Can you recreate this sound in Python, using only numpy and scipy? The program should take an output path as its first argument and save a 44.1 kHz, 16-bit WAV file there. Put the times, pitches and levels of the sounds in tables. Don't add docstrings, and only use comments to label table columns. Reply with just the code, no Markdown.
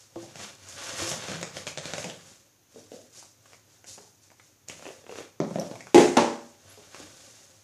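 import sys
import numpy as np
from scipy import signal
from scipy.fft import rfft, irfft
from scipy.io import wavfile

SR = 44100
rng = np.random.default_rng(int(sys.argv[2]) if len(sys.argv) > 2 else 0)


def pcm_store(signal):
    levels = np.round(np.clip(np.atleast_2d(signal), -1, 1) * 32767)
    wavfile.write(sys.argv[1], SR, levels.astype(np.int16).T)


N = 336483

# freq_hz, t60_s
ROOM_DECAY = [(120, 0.55), (300, 0.42), (700, 0.45), (1500, 0.52), (3000, 0.43), (7000, 0.55),
              (14000, 0.49)]
# freq_hz, gain_db
HISS_SPECTRUM = [(25, -3.5), (60, -5.5), (110, 9.5), (150, -0.5), (210, -5.5), (300, -1.5), (500, -7.5),
                 (1200, -12), (4200, -14.5), (5400, -13.5), (6400, -5.5), (7800, -18.5), (10000, -18.5),
                 (14500, -16.5)]
SWISH_SPECTRUM = [(1500, -17), (3000, -12.5), (4500, -7.5), (5600, -2.5), (6700, -1), (8000, -7.5),
                  (10000, -13.5), (12000, -18), (14500, -62)]
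SCRAPE_SPECTRUM = [(200, -15), (420, -1), (540, -1.5), (700, -0.5), (1000, -2.5), (1450, 1), (1850, -2.5),
                   (2600, -3), (3400, -2), (4500, -6), (7000, -11.5), (12000, -52)]
SHUDDER_SPECTRUM = [(30, -3.5), (70, -5.5), (100, 5), (125, -5), (162, -3), (220, -8), (330, -3),
                    (460, -15), (530, -3), (750, -10), (1500, -43)]
# fastest_s, rise_s, fade_s, swish_db, scrape_re_swish_db
FABRIC_STROKES = [(0.015, 0.066, .19, -55.5, -8.5), (0.25, 0.15, 0.35, -53.5, -2.5),
                  (0.44, 0.11, 0.18, -44.5, 2), (0.75, 0.19, .3, -47.5, -2), (0.89, 0.17, .35, -42, 2),
                  (1.03, 0.1, 0.19, -34.5, -1.5), (1.10, 0.064, 0.2, -35, -4), (1.32, 0.25, 0.36, -46, 4.5),
                  (1.58, 0.058, 0.16, -45, 1), (1.685, 0.033, 0.1, -42.5, -5.5),
                  (1.87, 0.074, 0.44, -47.5, 4), (2.02, 0.14, 0.29, -46, -0.5),
                  (2.30, 0.14, 0.25, -54.5, -6.5), (2.79, .12, 0.27, -56.5, -5),
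                  (2.95, .08, 0.34, -55.5, -9), (3.19, 0.084, 0.21, -48.5, -12.5),
                  (3.53, 0.18, 0.24, -60.5, -4.5), (3.75, 0.12, .25, -62, -6),
                  (3.889, 0.034, 0.28, -45.5, -18), (4.24, 0.042, 0.18, -59.5, -12),
                  (4.44, 0.14, 0.26, -62.5, -11), (4.70, 0.028, 0.21, -49, -3), (4.89, 0.18, 0.31, -53, -3),
                  (5.2, 0.15, .16, -50.5, 1.5), (5.62, 0.26, 1, -52.5, -4.5),
                  (6.48, 0.097, 0.32, -59.5, -5), (6.74, 0.21, 1, -56.5, -1.5), (7.01, 0.14, 0.4, -51, -1),
                  (7.25, 0.16, 0.75, -52, -7)]
# freq_hz, gain_db
BUMP_SPECTRUM = [(40, -44), (100, -14), (170, 5), (330, -1), (600, 1), (850, -3), (1300, -23.5),
                 (2500, -22), (6000, -32.5), (14000, -58)]
FAR_KNOCK_SPECTRUM = [(60, -39), (170, -14), (245, -1), (370, -7.5), (460, -1.5), (640, -5.5), (800, -14.5),
                      (1500, -24), (5000, -32.5), (14000, -50)]
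CLICK_SPECTRUM = [(40, -22), (110, 1.5), (160, 11), (230, 0.5), (400, -0.5), (540, 4), (1000, -5.5),
                  (2500, -2), (4500, -6), (6800, -5), (9000, -17.5), (14000, -42)]
SNAP_SPECTRUM = [(100, -32), (3000, -24), (6000, 3), (7700, -4), (10000, -10), (14000, -16)]
TICK_SPECTRUM = [(60, -5), (200, 4.5), (500, 6), (1100, 5), (2300, 5.5), (3500, -8), (7000, -3),
                 (14000, -33)]
SLIP_SPECTRUM = [(80, -27.5), (250, -3), (450, -1.5), (700, -4), (1100, -8.5), (2000, -10), (2800, -6.5),
                 (4000, -28), (12000, -36)]
CLUNK_SPECTRUM = [(40, -33.5), (90, -18), (140, -1.5), (190, 2.5), (280, -1.5), (380, -2.5), (470, -6),
                  (580, -2.5), (720, -7), (950, -12), (1400, -19), (2500, -26), (6000, -30), (14000, -64)]
CRACK_SPECTRUM = [(200, -21.5), (1500, -8), (6000, 1.5), (9000, -11), (14000, -20.5)]
PANEL_SPECTRUM = [(40, -38), (110, -20), (250, -8), (350, -5.5), (430, -2), (600, -11), (830, -12),
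                  (1200, -26), (2000, -22), (3400, -27), (4600, -30), (6500, -27), (9000, -35.5),
                  (14000, -57)]
CATCH_SPECTRUM = [(40, -34.5), (130, -16.5), (240, -2), (420, -2), (570, -10), (720, -9), (880, -3.5),
                  (1300, -17), (2800, -20.5), (4300, -25), (6200, -24), (8000, -31.5), (10500, -42.5),
                  (14000, -62.5)]
# start_s, level_db, pitch_hz, treble_tilt_db_per_octave
OBJECT_BUMPS = [(0.158, -35, 346, 3), (0.228, -35.5, 140, 3), (0.391, -39, 208, 2.5), (1.127, -37, 180, 5),
                (1.161, -35, 214, 1.5), (1.286, -32, 164, -8), (1.342, -31.5, 165, 1),
                (1.936, -37, 520, -13), (2.047, -25.5, 182, 4.5), (3.978, -40.5, 407, 3.5),
                (6.775, -42.5, 420, 5), (7.001, -29.5, 304, 7)]
DISTANT_KNOCKS = [(2.744, -50, 255, -18), (2.760, -37, 440, -4), (2.918, -31.5, 530, 1),
                  (2.940, -48, 580, 10)]
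# start_s, level_db, pitch_hz
OBJECT_CLICKS = [(0.357, -22.5, 800), (1.076, -17, 353), (1.116, -11.5, 627), (1.240, -20, 579),
                 (1.284, -17.5, 301), (1.298, -20, 507), (1.317, -14, 436), (1.413, -23, 554),
                 (1.429, -11.5, 454), (1.569, -16, 566), (1.669, -14.5, 603), (1.676, -17, 2620),
                 (1.775, -14.5, 560), (1.783, -17.5, 545), (1.856, -14, 540), (1.936, -12.5, 516),
                 (1.982, -13.5, 570), (2.043, -16, 540), (2.099, -17.5, 525), (4.685, -27.5, 580),
                 (4.698, -20, 2330)]
FABRIC_SNAPS = [(0.552, -33, 7450), (0.6875, -29, 7850), (0.6975, -31, 7600), (1.414, -25, 7500),
                (4.6857, -23.5, 6960), (5.598, -22.5, 5500)]
WOOD_TICKS = [(3.227, -34, 713), (3.458, -41, 1180), (3.521, -42, 620), (3.533, -30.5, 1000),
              (3.843, -32.5, 724), (3.982, -31.5, 716), (4.303, -38, 1730), (4.317, -37, 778),
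              (4.398, -37, 2110), (5.755, -24.5, 778), (5.807, -25.5, 764), (5.870, -29, 783),
              (6.946, -23, 890)]
WOOD_SLIPS = [(4.795, -38, 560), (4.812, -43, 616), (4.825, -31.5, 600), (4.855, -28, 530),
              (4.866, -25.5, 397), (4.889, -27.5, 522), (4.905, -32.5, 528), (5.041, -39, 490),
              (5.066, -33, 355), (5.094, -24.5, 460), (5.114, -35, 363), (5.124, -26, 470),
              (5.157, -26, 440), (5.186, -23.5, 404), (5.205, -26.5, 415)]
PANEL_CLUNKS = [(5.402, -13.5, 380), (5.415, -21.5, 544), (5.449, -27.5, 214), (5.510, -27.5, 185),
                (5.558, -15, 651), (5.586, -20.5, 552), (5.614, -22.5, 643), (5.713, -26.5, 121)]
# start_s, gain_db
BOX_HITS = [(0.16, -29), (0.173, -42), (1.019, -27)]
PANEL_HITS = [(5.9455, 2), (5.958, -9), (5.967, -17.5), (5.9775, -1), (5.9825, -5), (6.007, -7.5)]
CATCH_HITS = [(6.169, -1.5), (6.1718, 1), (6.181, -4.5)]
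# freq_hz, gain_db, t60_s
BOX_RING = [(113.8, -15.5, 0.74), (337, -4.5, 0.38), (337, -36, 0.26), (484, -4.5, 0.056),
            (521, -14.5, 0.56), (643, -5, 0.046), (1080, -19.5, 0.14), (1200, -28, 0.26)]
PANEL_RING = [(167, -19, .5), (214, -16, .5), (257, -4, .43), (319, -1, .36), (352, 5, .44), (431, -9, .5),
              (532, -11, .5), (635, -15, .4), (689, -16, .4), (827, -3, .35), (1066, -23, .44),
              (1561, -22, .3), (1949, -25, .36), (2055, -20, .44), (2584, -27, .35)]
CATCH_RING = [(237, -1, .5), (334, -2, .5), (474, -4, .45), (576, 0, .52), (646, -10, .55), (807, -9, .6),
              (879, 1, .34), (965, -6, .3), (1066, -14, .45), (1140, -10, .32), (1320, -11, .42),
              (1933, -17, .37), (2143, -19, .4), (2778, -16, .26)]

PULSE_SAMPLES = 2048
PULSE_GRID_HZ = np.linspace(1, SR / 2, PULSE_SAMPLES + 1)


def gain_of(db):
    return 10 ** (np.asarray(db) / 20)


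def unit_rms(x):
    return x / np.sqrt(np.mean(x ** 2) + 1e-20)


def curve_at(points, hz):
    points_hz, values = np.transpose(points)
    return np.interp(np.log(hz + 1), np.log(points_hz + 1), values)


def add(mix, start_s, sound):
    part = mix[max(round(start_s * SR), 0):][:len(sound)]
    part += sound[:len(part)]


def coloured(x, spectrum):
    gains = gain_of(curve_at(spectrum, np.fft.rfftfreq(len(x), 1 / SR)))
    return unit_rms(irfft(rfft(x) * gains, len(x)))


def wander(rate_hz):
    knots = rng.uniform(-1, 1, N)
    return unit_rms(np.interp(np.arange(N) * rate_hz / SR, np.arange(N), knots))


def pulse(gain_db):
    log_gain = np.log(gain_of(np.r_[gain_db, gain_db[-2:0:-1]]))
    response = np.exp(np.conj(signal.hilbert(log_gain)))
    wave = np.fft.ifft(response).real[:PULSE_SAMPLES]
    return wave / abs(wave).max()


def gritty(wave, grit_s, split_hz=1300):
    low = signal.sosfilt(signal.butter(2, split_hz, fs=SR, output="sos"), wave)
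    high = signal.sosfilt(signal.butter(2, split_hz, "high", fs=SR, output="sos"), wave)
    touches = rng.standard_normal(256) * np.exp(-np.arange(256) / SR / grit_s)
    return low + np.convolve(high, touches / np.linalg.norm(touches))[:len(wave)]


def room(wet_db, early_db, early_s):
    echoes_per_s, build_s = 4000, 0.0088
    t = np.arange(SR * 3 // 4) / SR
    echoes = rng.choice([-1., 1.], len(t)) * (rng.random(len(t)) < echoes_per_s / SR)
    hz, frame_s, frames = signal.stft(echoes, SR, nperseg=256)
    decay = gain_of(-60 * frame_s / curve_at(ROOM_DECAY, hz)[:, None])
    tail = signal.istft(frames * decay, SR, nperseg=256)[1][:len(t)]
    tail *= 1 - np.exp(-t / build_s)
    tail *= gain_of(wet_db) / np.linalg.norm(tail)
    early = rng.standard_normal(len(t)) ** 3 * np.exp(-t / early_s) * (t > .001)
    early *= gain_of(early_db) / np.linalg.norm(early)
    return (t == 0) + tail + early


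def friction(spectrum, grains_per_s, spread_db, smooth, flutter_db):
    sizes = gain_of(spread_db * np.minimum(rng.exponential(1, N), 4)) * rng.choice([-1., 1.], N)
    grains = unit_rms(sizes * (rng.random(N) < grains_per_s / SR))
    drive = (grains + smooth * rng.standard_normal(N)) * gain_of(flutter_db * wander(rate_hz=76))
    heard = signal.fftconvolve(drive, room(wet_db=-6.5, early_db=-5.5, early_s=0.0067))[:N]
    return coloured(heard, spectrum)


def contacts(rows, spectrum, ring_db, ring_octaves, wet_db, early_db, tilt_db_per_octave=0):
    out = np.zeros(N)
    for start_s, level_db, pitch_hz, *own_tilt in rows:
        resonance_db = ring_db / (1 + (np.log2(PULSE_GRID_HZ / pitch_hz) / ring_octaves) ** 2)
        treble_db = (tilt_db_per_octave + sum(own_tilt)) * np.log2(1 + PULSE_GRID_HZ / 1000)
        wave = pulse(curve_at(spectrum, PULSE_GRID_HZ) + resonance_db + treble_db)
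        heard = signal.fftconvolve(gritty(wave, grit_s=0.00084), room(wet_db, early_db, early_s=0.015))
        add(out, start_s, gain_of(level_db) * heard)
    return out


def bang(hits, spectrum, modes, hit_db, ring_db, wet_db, swell_s):
    out, t = np.zeros(N), np.arange(SR) / SR
    wave = pulse(curve_at(spectrum, PULSE_GRID_HZ))
    for start_s, gain_db in hits:
        heard = signal.fftconvolve(wave, room(wet_db, early_db=3, early_s=0.0078))
        add(out, start_s, gain_of(gain_db + hit_db) * heard)
    ring = sum(gain_of(db - 60 * t / t60_s) * np.sin(2 * np.pi * (hz * t + rng.random()))
               for hz, db, t60_s in modes)
    add(out, hits[0][0], gain_of(ring_db) * ring * (1 - np.exp(-t / swell_s)))
    return out


def background():
    hiss_db, hum_db, hum_hz = -63, -78, 100
    hum = np.sqrt(2) * np.sin(2 * np.pi * hum_hz * np.arange(N) / SR + .55 * wander(rate_hz=16))
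    hiss = coloured(rng.standard_normal(N), HISS_SPECTRUM)
    return gain_of(hiss_db) * hiss + gain_of(hum_db) * hum


def cloth_whistle():
    start_s, rise_s, level_db, fade_db_per_s = 6.68, 0.017, -53.5, 200
    from_hz, to_hz, glide_s = 10000, 11600, .033
    t = np.maximum(np.arange(N) / SR - start_s, 0)
    pitch_hz = to_hz + (from_hz - to_hz) * np.exp(-t / glide_s)
    cycles = np.cumsum(pitch_hz * (1 + .04 * wander(rate_hz=2500))) / SR
    fade_db = fade_db_per_s * np.maximum(t - rise_s, 0)
    return np.minimum(t / rise_s, 1) ** 2 * gain_of(level_db - fade_db) * np.sin(2 * np.pi * cycles)


def stroke_envelopes():
    end_db, rise_exponent, fade_exponent = -24, 2.19, 1.14
    t = np.arange(0, N / SR, .002)
    swish_power, scrape_power = np.zeros((2, len(t)))
    for fastest_s, rise_s, fade_s, swish_db, scrape_re_swish_db in FABRIC_STROKES:
        before = (np.maximum(fastest_s - t, 0) / rise_s) ** rise_exponent
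        after = (np.maximum(t - fastest_s, 0) / fade_s) ** fade_exponent
        swish = gain_of(swish_db + end_db * (before + after))
        swish_power += swish ** 2
        scrape_power += (swish * gain_of(scrape_re_swish_db)) ** 2
    return [np.interp(np.arange(N) / SR, t, np.sqrt(power)) for power in (swish_power, scrape_power)]


def rustle():
    firm_scrape_db, firm_shudder_db, shudder_db_per_db = -43, -51.5, 0.63
    swish, scrape = stroke_envelopes()
    shudder = gain_of(firm_shudder_db) * (scrape / gain_of(firm_scrape_db)) ** shudder_db_per_db
    out = swish * friction(SWISH_SPECTRUM, grains_per_s=5000, spread_db=4.5, smooth=0.77, flutter_db=1)
    out += scrape * friction(SCRAPE_SPECTRUM, grains_per_s=1500, spread_db=3, smooth=0.67, flutter_db=2)
    out += shudder * friction(SHUDDER_SPECTRUM, grains_per_s=300, spread_db=3, smooth=.5, flutter_db=4)
    return out


def box_knocks():
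    attack_s = 0.00042
    out, t = np.zeros(N), np.arange(SR) / SR
    ring = sum(gain_of(db - 60 * t / t60_s) * np.cos(2 * np.pi * hz * t) for hz, db, t60_s in BOX_RING)
    ring *= 1 - np.exp(-t / attack_s)
    for start_s, gain_db in BOX_HITS:
        add(out, start_s, gain_of(gain_db) * ring)
    return out


def handling():
    bumps = contacts(OBJECT_BUMPS, BUMP_SPECTRUM,
                     ring_db=12.5, ring_octaves=0.096, wet_db=2.5, early_db=-2.5)
    knocks = contacts(DISTANT_KNOCKS, FAR_KNOCK_SPECTRUM,
                      ring_db=3.5, ring_octaves=0.28, wet_db=4, early_db=-3)
    clicks = contacts(OBJECT_CLICKS, CLICK_SPECTRUM,
                      ring_db=7, ring_octaves=.3, wet_db=-2, early_db=-2.5, tilt_db_per_octave=.5)
    snaps = contacts(FABRIC_SNAPS, SNAP_SPECTRUM, ring_db=10, ring_octaves=.2, wet_db=-8, early_db=-7)
    return bumps + knocks + clicks + snaps


def wood_creaks():
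    ticks = contacts(WOOD_TICKS, TICK_SPECTRUM,
                     ring_db=6.5, ring_octaves=0.39, wet_db=-5.5, early_db=-1.5)
    slips = contacts(WOOD_SLIPS, SLIP_SPECTRUM, ring_db=8.5, ring_octaves=0.3, wet_db=-4, early_db=-4.5)
    return ticks + slips


def edge_crack(start_s, level_db):
    out = np.zeros(N)
    wave = gritty(pulse(curve_at(CRACK_SPECTRUM, PULSE_GRID_HZ)), grit_s=0.0023)
    add(out, start_s, gain_of(level_db) * wave)
    return out


def panel():
    clunks = contacts(PANEL_CLUNKS, CLUNK_SPECTRUM,
                      ring_db=10, ring_octaves=.2, wet_db=-0.5, early_db=-2, tilt_db_per_octave=-0.8)
    slam = bang(PANEL_HITS, PANEL_SPECTRUM, PANEL_RING,
                hit_db=-4, ring_db=-11.5, wet_db=7, swell_s=0.0027)
    catch = bang(CATCH_HITS, CATCH_SPECTRUM, CATCH_RING,
                 hit_db=-5, ring_db=-21, wet_db=5.5, swell_s=0.0023)
    cracks = edge_crack(PANEL_HITS[0][0], level_db=-9.5) + edge_crack(CATCH_HITS[1][0], level_db=-10)
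    return clunks + slam + catch + cracks


def scene():
    mix = background() + rustle() + box_knocks() + cloth_whistle() + handling() + wood_creaks() + panel()
    return mix[None]


def record(dry):
    ceiling, low_cut_hz, high_cut_hz = .85, 70, 14800
    rounded = dry / (1 + (dry / ceiling) ** 6) ** (1 / 6)
    thinned = signal.sosfilt(signal.butter(2, low_cut_hz, "high", fs=SR, output="sos"), rounded)
    lowpass = signal.firwin(511, high_cut_hz, window=("kaiser", 9), fs=SR)
    return signal.oaconvolve(thinned, lowpass[None], "same")


dry = scene()
out = record(dry)
pcm_store(out)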